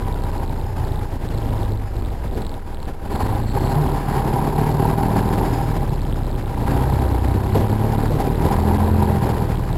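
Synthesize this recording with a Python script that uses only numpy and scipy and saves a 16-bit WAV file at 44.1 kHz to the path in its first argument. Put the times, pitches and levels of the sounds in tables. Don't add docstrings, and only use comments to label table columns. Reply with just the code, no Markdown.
import sys
import numpy as np
from scipy import signal
from scipy.fft import rfft, irfft
from scipy.io import wavfile
from scipy.ndimage import uniform_filter1d, minimum_filter1d

SR = 44100
rng = np.random.default_rng(int(sys.argv[2]) if len(sys.argv) > 2 else 0)


def transcribe(u):
    v = np.clip(np.atleast_2d(u).T, -1, 1)
    q = np.round(v * 32767).astype(np.int16)
    wavfile.write(sys.argv[1], SR, q)


def volts_from_db(level):
    exponent = np.asarray(level, float) / 20
    return 10 ** exponent


N = 430857

# frequency in Hz, level in dB per Hz.
ROAD_COLOUR = [(15, -2.5), (40, -3), (90, 2.5), (140, 0), (200, -6.5), (300, -4), (450, -8), (620, -12),
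               (1200, -27), (2500, -32.5)]
# middle in seconds, length in seconds, dB above HISS_DB.
HISSES = [
    (0.78, 0.41, 9),
    (1.55, 0.15, -1),
    (1.88, 0.27, 4),
    (4.3, 0.96, 10),
    (5.6, 1, 12.5),
    (9.35, 0.92, 6),
]
# frequency in Hz, width in Hz, level in dB.
HISS_MODES = [(5056, 80, 5), (5050, 80, -21)]
# time in seconds, level in dB.
SQUEAL = [
    (3.08, -77),
    (3.13, -50),
    (3.22, -49),
    (3.3, -60),
    (3.5, -51),
    (3.55, -47.5),
    (3.7, -44),
    (3.78, -80),
]
# frequency in Hz, width in Hz, level in dB.
SQUEAL_MODES = [(4250, 160, 0), (4600, 200, -5)]
# time in seconds, level in dB.
WHINE = [
    (0, -41),
    (.5, -40),
    (.9, -42),
    (1.4, -47),
    (2.0, -62),
    (9.77, -70),
]
# frequency in Hz, level in dB per Hz.
CLATTER_COLOUR = [(900, -12), (1200, 0), (1700, -2), (2200, -7), (3000, -12), (4000, -18), (5000, -25),
                  (6000, -30)]
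# frequency in Hz, width in Hz, dB against the knock.
CLATTER_MODES = [(1620, 120, -19), (3830, 150, -32), (4270, 80, -29), (4670, 80, -27), (5100, 80, -27)]
# frequency in Hz, width in Hz, level in dB.
KNOCK_MODES = [(389.7, 23, -8), (644, 41, -11), (797.4, 46, -0.5), (936, 70, -0.5), (996.3, 100, -2)]
# time in seconds, firings per second in Hz.
SPEED = [(0.0, 33.4), (0.6, 29.4), (1.74, 25.7), (2.9, 17.8), (3.08, 18.5), (3.3, 25.7), (3.8, 37.0),
         (4.4, 35.8), (5.33, 41.1), (5.7, 38.8), (6.0, 33.6), (6.6, 29.2), (6.91, 33.4), (7.21, 30.3),
         (7.5, 34.0), (8.4, 39.0), (8.9, 43.0), (9.77, 37.3)]
# time in seconds, level in dB.
LOAD = [(0.0, -41), (1.5, -42), (3.05, -36.5), (3.14, -29.5), (3.4, -34.5), (3.8, -31.5), (4.16, -24),
        (5.2, -23.5), (5.55, -27.5), (6.0, -39), (6.57, -38.5), (6.63, -29), (6.95, -29), (7.37, -32),
        (8.5, -26.5), (9.3, -28.5), (9.55, -36), (9.77, -36.5)]
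# middle in seconds, length in seconds, engine dB, road dB.
JOLTS = [(0.08, 0.033, 6.5, 1), (0.32, 0.12, 4.5, 1.5), (0.43, .04, 6, 4), (0.8, 0.14, 5, 3.5),
         (1.33, 0.3, 0, 3.5), (1.57, 0.23, 6, 4), (2.36, 0.057, 0, 7), (3.21, 0.071, 5, -0.5),
         (3.48, 0.08, -11, -7.5), (3.56, 0.036, 11.5, 5.5), (3.66, 0.14, 2.5, 1), (3.77, 0.059, 6.5, -2),
         (7.53, 0.016, -6, -19), (7.585, .07, 8, 14.5), (7.97, 0.016, -11, -12), (8.12, 0.07, -6.5, 5),
         (8.225, 0.039, 8, 11.5), (8.34, 0.077, -7.5, -5.5), (8.45, 0.066, 0, 6), (8.93, 0.046, -9, -8),
         (9.29, 0.062, 1.5, 1.5)]
ORDER_DB = [-26.5, -32.5, -31, -31]
ORDER_FOLLOWS = [.15, .2, .4, .3]
# middle in seconds, length in seconds, change in dB.
BOOMS = [
    [(0.3, 0.5, 2), (2.7, .45, 4.5), (3.3, 0.23, -6), (5.33, 0.19, 1), (6.1, 0.66, 3), (7.12, 0.88, -10.5),
     (9.05, 0.52, -10.5)],
    [(1.9, 0.91, 9), (2.6, 0.51, -13.5), (2.9, 0.11, 4), (4.18, .3, -1), (4.6, .3, -15), (7.15, 0.74, 12),
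     (8.85, 0.81, 13)],
    [(0.75, 0.37, 9), (2.6, 0.95, -6), (4.3, 0.72, -8), (4.8, 0.39, 9), (5.6, 0.26, 7.5), (7.6, 1.05, 10),
     (9.3, 0.54, 5)],
    [(0.2, 0.54, -10), (1.65, 0.51, 9), (3.3, .25, 6.5), (3.8, 0.089, 14.5), (4.7, 0.83, 8.5),
     (6.15, .5, -6.5), (6.8, 0.44, 6), (8.25, 0.41, 3), (9.2, 1.1, -9)],
]
# middle in seconds, length in seconds, change in dB.
UPPER_BOOMS = [
    [(0.8, 0.71, -5.5), (5.0, 0.75, 4.5), (6.2, 0.87, -6), (8.8, 1.0, 8)],
    [(3.0, .3, -3), (4.3, 0.13, 2.5), (5.1, 0.43, 3), (6.5, .8, -5), (7.7, 0.69, 5)],
]
# frequency in Hz, dB against load.
CAB_MODES = [(90, -2.5), (150, -10), (180, -11), (207, 0), (240, -8), (280, -6.5), (330, -17), (390, -6),
             (420, -11), (480, -12.5)]
CRANK_DB = [-40, -39, -37, -40.5, -34.5, -36, -37.5, -40, -42.5, -43.5]
# time in seconds, drive (1 just touches the rail).
DRIVE = [(0.0, 1.12), (2.1, 1.1), (3.0, 1.05), (3.4, 1.16), (4.2, 1.02), (5.7, 1.05), (6.2, 1.15),
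         (8.9, 1.15), (9.77, 1.0)]
# middle in seconds, length in seconds, drive lost.
LULLS = [(0.74, .14, .25), (1.14, .18, .25), (1.88, .14, .25), (2.2, .12, .25), (2.63, .13, .25),
         (2.85, .2, .04), (3.03, .14, .25), (4.05, .15, .2), (5.58, .2, .1)]
RECOVERY_HZ = [3200, 3700, 3900, 4000, 4100, 4350]

FULL_PULL_DB = -28
ROAD_DB, ROAD_FOLLOWS = -28.5, 0.56
CLATTER_DB, CLATTER_FOLLOWS = -39, .6
CLATTER_JOLTS = .25
UPPER_DB, UPPER_FOLLOWS = -31.5, .8
CRANK_FOLLOWS = 0.49
HISS_DB = -71.5
WHINE_ORDER = 30
LOW_CUT_HZ, OVERLOAD, HOLD_HZ = 285, 1., 12000


def rms_one(x):
    return x / np.sqrt(np.mean(x ** 2) + 1e-20)


def in_time(rows):
    s, *columns = np.transpose(rows)
    return [np.interp(np.arange(N) / SR, s, c) for c in columns]


def swells(rows):
    s, length, *sizes = np.transpose(rows)
    coarse = np.arange(0, N + 64, 64)
    distance = (coarse[:, None] / SR - s) / np.maximum(length, .01)
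    bells = .5 ** ((2 * distance) ** 2)
    return [np.interp(np.arange(N), coarse, bells @ size) for size in sizes]


def drift(rate_hz):
    r = np.exp(-80 * np.pi * rate_hz / SR)
    noise = rng.standard_normal(N // 40 + 2002)
    slow = signal.lfilter([1], [1, -2 * r, r * r], noise)[2000:]
    return np.interp(np.arange(N) / 40, np.arange(len(slow)), rms_one(slow))


def coloured(spectrum):
    hz, level_db = np.transpose(spectrum)
    log_hz = np.log(np.arange(N // 2 + 1) * SR / N + 1)
    shape = volts_from_db(np.interp(log_hz, np.log(hz), level_db))
    return rms_one(irfft(rfft(rng.standard_normal(N)) * shape, N))


def resonate(x, modes):
    out = 0
    for k, (hz, width_hz, level_db) in enumerate(modes):
        r = np.exp(-np.pi * width_hz / SR)
        ring = signal.lfilter([1, 0, -1], [1, -2 * r * np.cos(2 * np.pi * hz / SR), r * r], x)
        out = out + (-1) ** k * volts_from_db(level_db) * rms_one(ring)
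    return out


def bursts(turn, per_firing, sharp, spread_db, floor):
    count = (turn * per_firing).astype(int)
    size = volts_from_db(spread_db * rng.standard_normal(count[-1] + 1))[count]
    return floor + size * np.sin(np.pi * (turn * per_firing - count)) ** (2 * sharp)


def road_rumble(rumble_db):
    return volts_from_db(rumble_db + 3.0 + 1.5 * drift(37)) * coloured(ROAD_COLOUR)


def air_hiss():
    level_db = HISS_DB + swells(HISSES)[0] + 3.9 * drift(20)
    return volts_from_db(level_db) * resonate(rng.standard_normal(N), HISS_MODES)


def belt_squeal():
    level_db = in_time(SQUEAL)[0] + 2.77 * drift(23)
    return volts_from_db(level_db) * resonate(rng.standard_normal(N), SQUEAL_MODES)


def gear_whine(turn):
    return volts_from_db(in_time(WHINE)[0]) * np.sin(2 * np.pi * WHINE_ORDER * turn)


def clatter(turn, clatter_db, knock_db):
    gate = bursts(turn, 2, sharp=.8, spread_db=1.5, floor=.35)
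    singing = resonate(gate * rng.standard_normal(N), CLATTER_MODES)
    rustle = rms_one(gate * coloured(CLATTER_COLOUR))
    return volts_from_db(clatter_db - 1.0) * rustle + volts_from_db(knock_db) * singing


def knock(turn):
    gate = bursts(turn, 0.99, sharp=1.4, spread_db=2.0, floor=1.0)
    return rms_one(resonate(gate * rng.standard_normal(N), KNOCK_MODES))


def orders(turn, firing_hz, levels_db, load_db, upper_booms_db):
    out = 0
    for k, level_db in enumerate(levels_db, 1):
        out = out - volts_from_db(level_db) * np.cos(2 * np.pi * k * turn + .15 * drift(3))
    for k in range(5, 13):
        passed_db = np.interp(k * firing_hz, *np.transpose(CAB_MODES)) + upper_booms_db.get(k, 0)
        level_db = 1.5 * load_db + 15 + passed_db + 2 * drift(1.5)
        out = out - volts_from_db(level_db) * np.cos(2 * np.pi * k * turn + .35 * drift(1.5))
    thirds = [k / 3 for k in range(2, 17) if k % 3]
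    for k, third_db in zip(thirds, CRANK_DB):
        level_db = third_db + CRANK_FOLLOWS * (load_db - UPPER_DB) + 4.3 * drift(1.5)
        out = out + volts_from_db(level_db) * np.cos(2 * np.pi * k * turn + 1.5 * drift(1.5))
    return np.sqrt(2) * out


def cab(x):
    zero = np.exp(-2 * np.pi * LOW_CUT_HZ / SR)
    pole = np.exp(-2 * np.pi * 9.6 / SR)
    return signal.lfilter([1, -zero], [1, -pole], x)


def scene():
    firing_hz, = in_time(SPEED)
    load_db, = in_time(LOAD)
    swing_db = load_db - FULL_PULL_DB
    engine_jolt_db, road_jolt_db = swells(JOLTS)
    turn = np.cumsum(firing_hz) / SR

    rumble_db = ROAD_DB + ROAD_FOLLOWS * swing_db + road_jolt_db
    background = road_rumble(rumble_db) + air_hiss() + belt_squeal() + gear_whine(turn)

    knock_db = load_db + engine_jolt_db
    clatter_db = CLATTER_DB + CLATTER_FOLLOWS * swing_db + CLATTER_JOLTS * engine_jolt_db
    levels_db = [db + share * swing_db + swells(booms)[0]
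                 for db, share, booms in zip(ORDER_DB, ORDER_FOLLOWS, BOOMS)]
    upper_booms_db = {k: swells(booms)[0] for k, booms in enumerate(UPPER_BOOMS, 5)}
    upper_load_db = UPPER_DB + UPPER_FOLLOWS * swing_db
    engine = clatter(turn, clatter_db, knock_db) + volts_from_db(knock_db) * knock(turn)
    engine = engine + orders(turn, firing_hz, levels_db, upper_load_db, upper_booms_db)
    return cab(background + engine)[None]


def gain_control(x, most_db, aim, span_s):
    span = int(span_s * SR)
    peak = -minimum_filter1d(-np.abs(x), span)
    return x * uniform_filter1d(np.minimum(volts_from_db(most_db), aim / peak), span)


def overload(x, stick, ring_width_hz, ring_db, tick_db, deaf, deaf_s):
    n = np.arange(N)
    hit = np.maximum.accumulate(np.where(np.abs(x) >= OVERLOAD, n, -N))
    clear = np.maximum.accumulate(np.where(np.abs(x) < OVERLOAD - stick, n, -N))
    stuck = hit > clear
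    treble = signal.sosfilt(signal.butter(2, 600, "high", fs=SR, output="sos"), x)
    dulled = x - deaf * np.exp((hit - n) / (deaf_s * SR)) * treble
    out = np.where(stuck, OVERLOAD * np.sign(x), dulled)
    released = np.diff(stuck * 1., prepend=0) < 0
    snap = -stick * np.sign(x) * released * volts_from_db(ring_db + 3.0 * rng.standard_normal(N))
    dealt = rng.integers(0, len(RECOVERY_HZ), N)
    r = np.exp(-np.pi * ring_width_hz / SR)
    for k, hz in enumerate(RECOVERY_HZ):
        w = 2 * np.pi * hz / SR
        kicks = snap * (dealt == k) + 1e-18
        out = out + ~stuck * signal.lfilter([0, np.sin(w)], [1, -2 * r * np.cos(w), r * r], kicks)
    return out + volts_from_db(tick_db) * np.diff(snap, prepend=0)


def sample_hold(x):
    at = np.arange(N * HOLD_HZ // SR + 2) * SR / HOLD_HZ
    area = np.cumsum(np.interp(at, np.arange(N), x)) * SR / HOLD_HZ
    return np.diff(np.interp(np.arange(N + 1), at, area))


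def band_limit(x):
    return signal.sosfilt(signal.butter(12, 15850, fs=SR, output="sos"), x)


def record(dry):
    aim = (in_time(DRIVE)[0] - swells(LULLS)[0]) ** 1.55
    x = gain_control(dry[0], most_db=4.0, aim=aim, span_s=.022)
    x = overload(x, stick=.05, ring_width_hz=450, ring_db=-6, tick_db=6, deaf=.7, deaf_s=.012)
    pole = np.exp(-2 * np.pi * LOW_CUT_HZ / SR)
    x = signal.lfilter([1, -1], [1, -pole], x)
    x = signal.sosfilt(signal.butter(6, 5400, fs=SR, output="sos"), x)
    mix = sample_hold(x)[None]
    return band_limit(mix)


dry = scene()
out = record(dry)
transcribe(out)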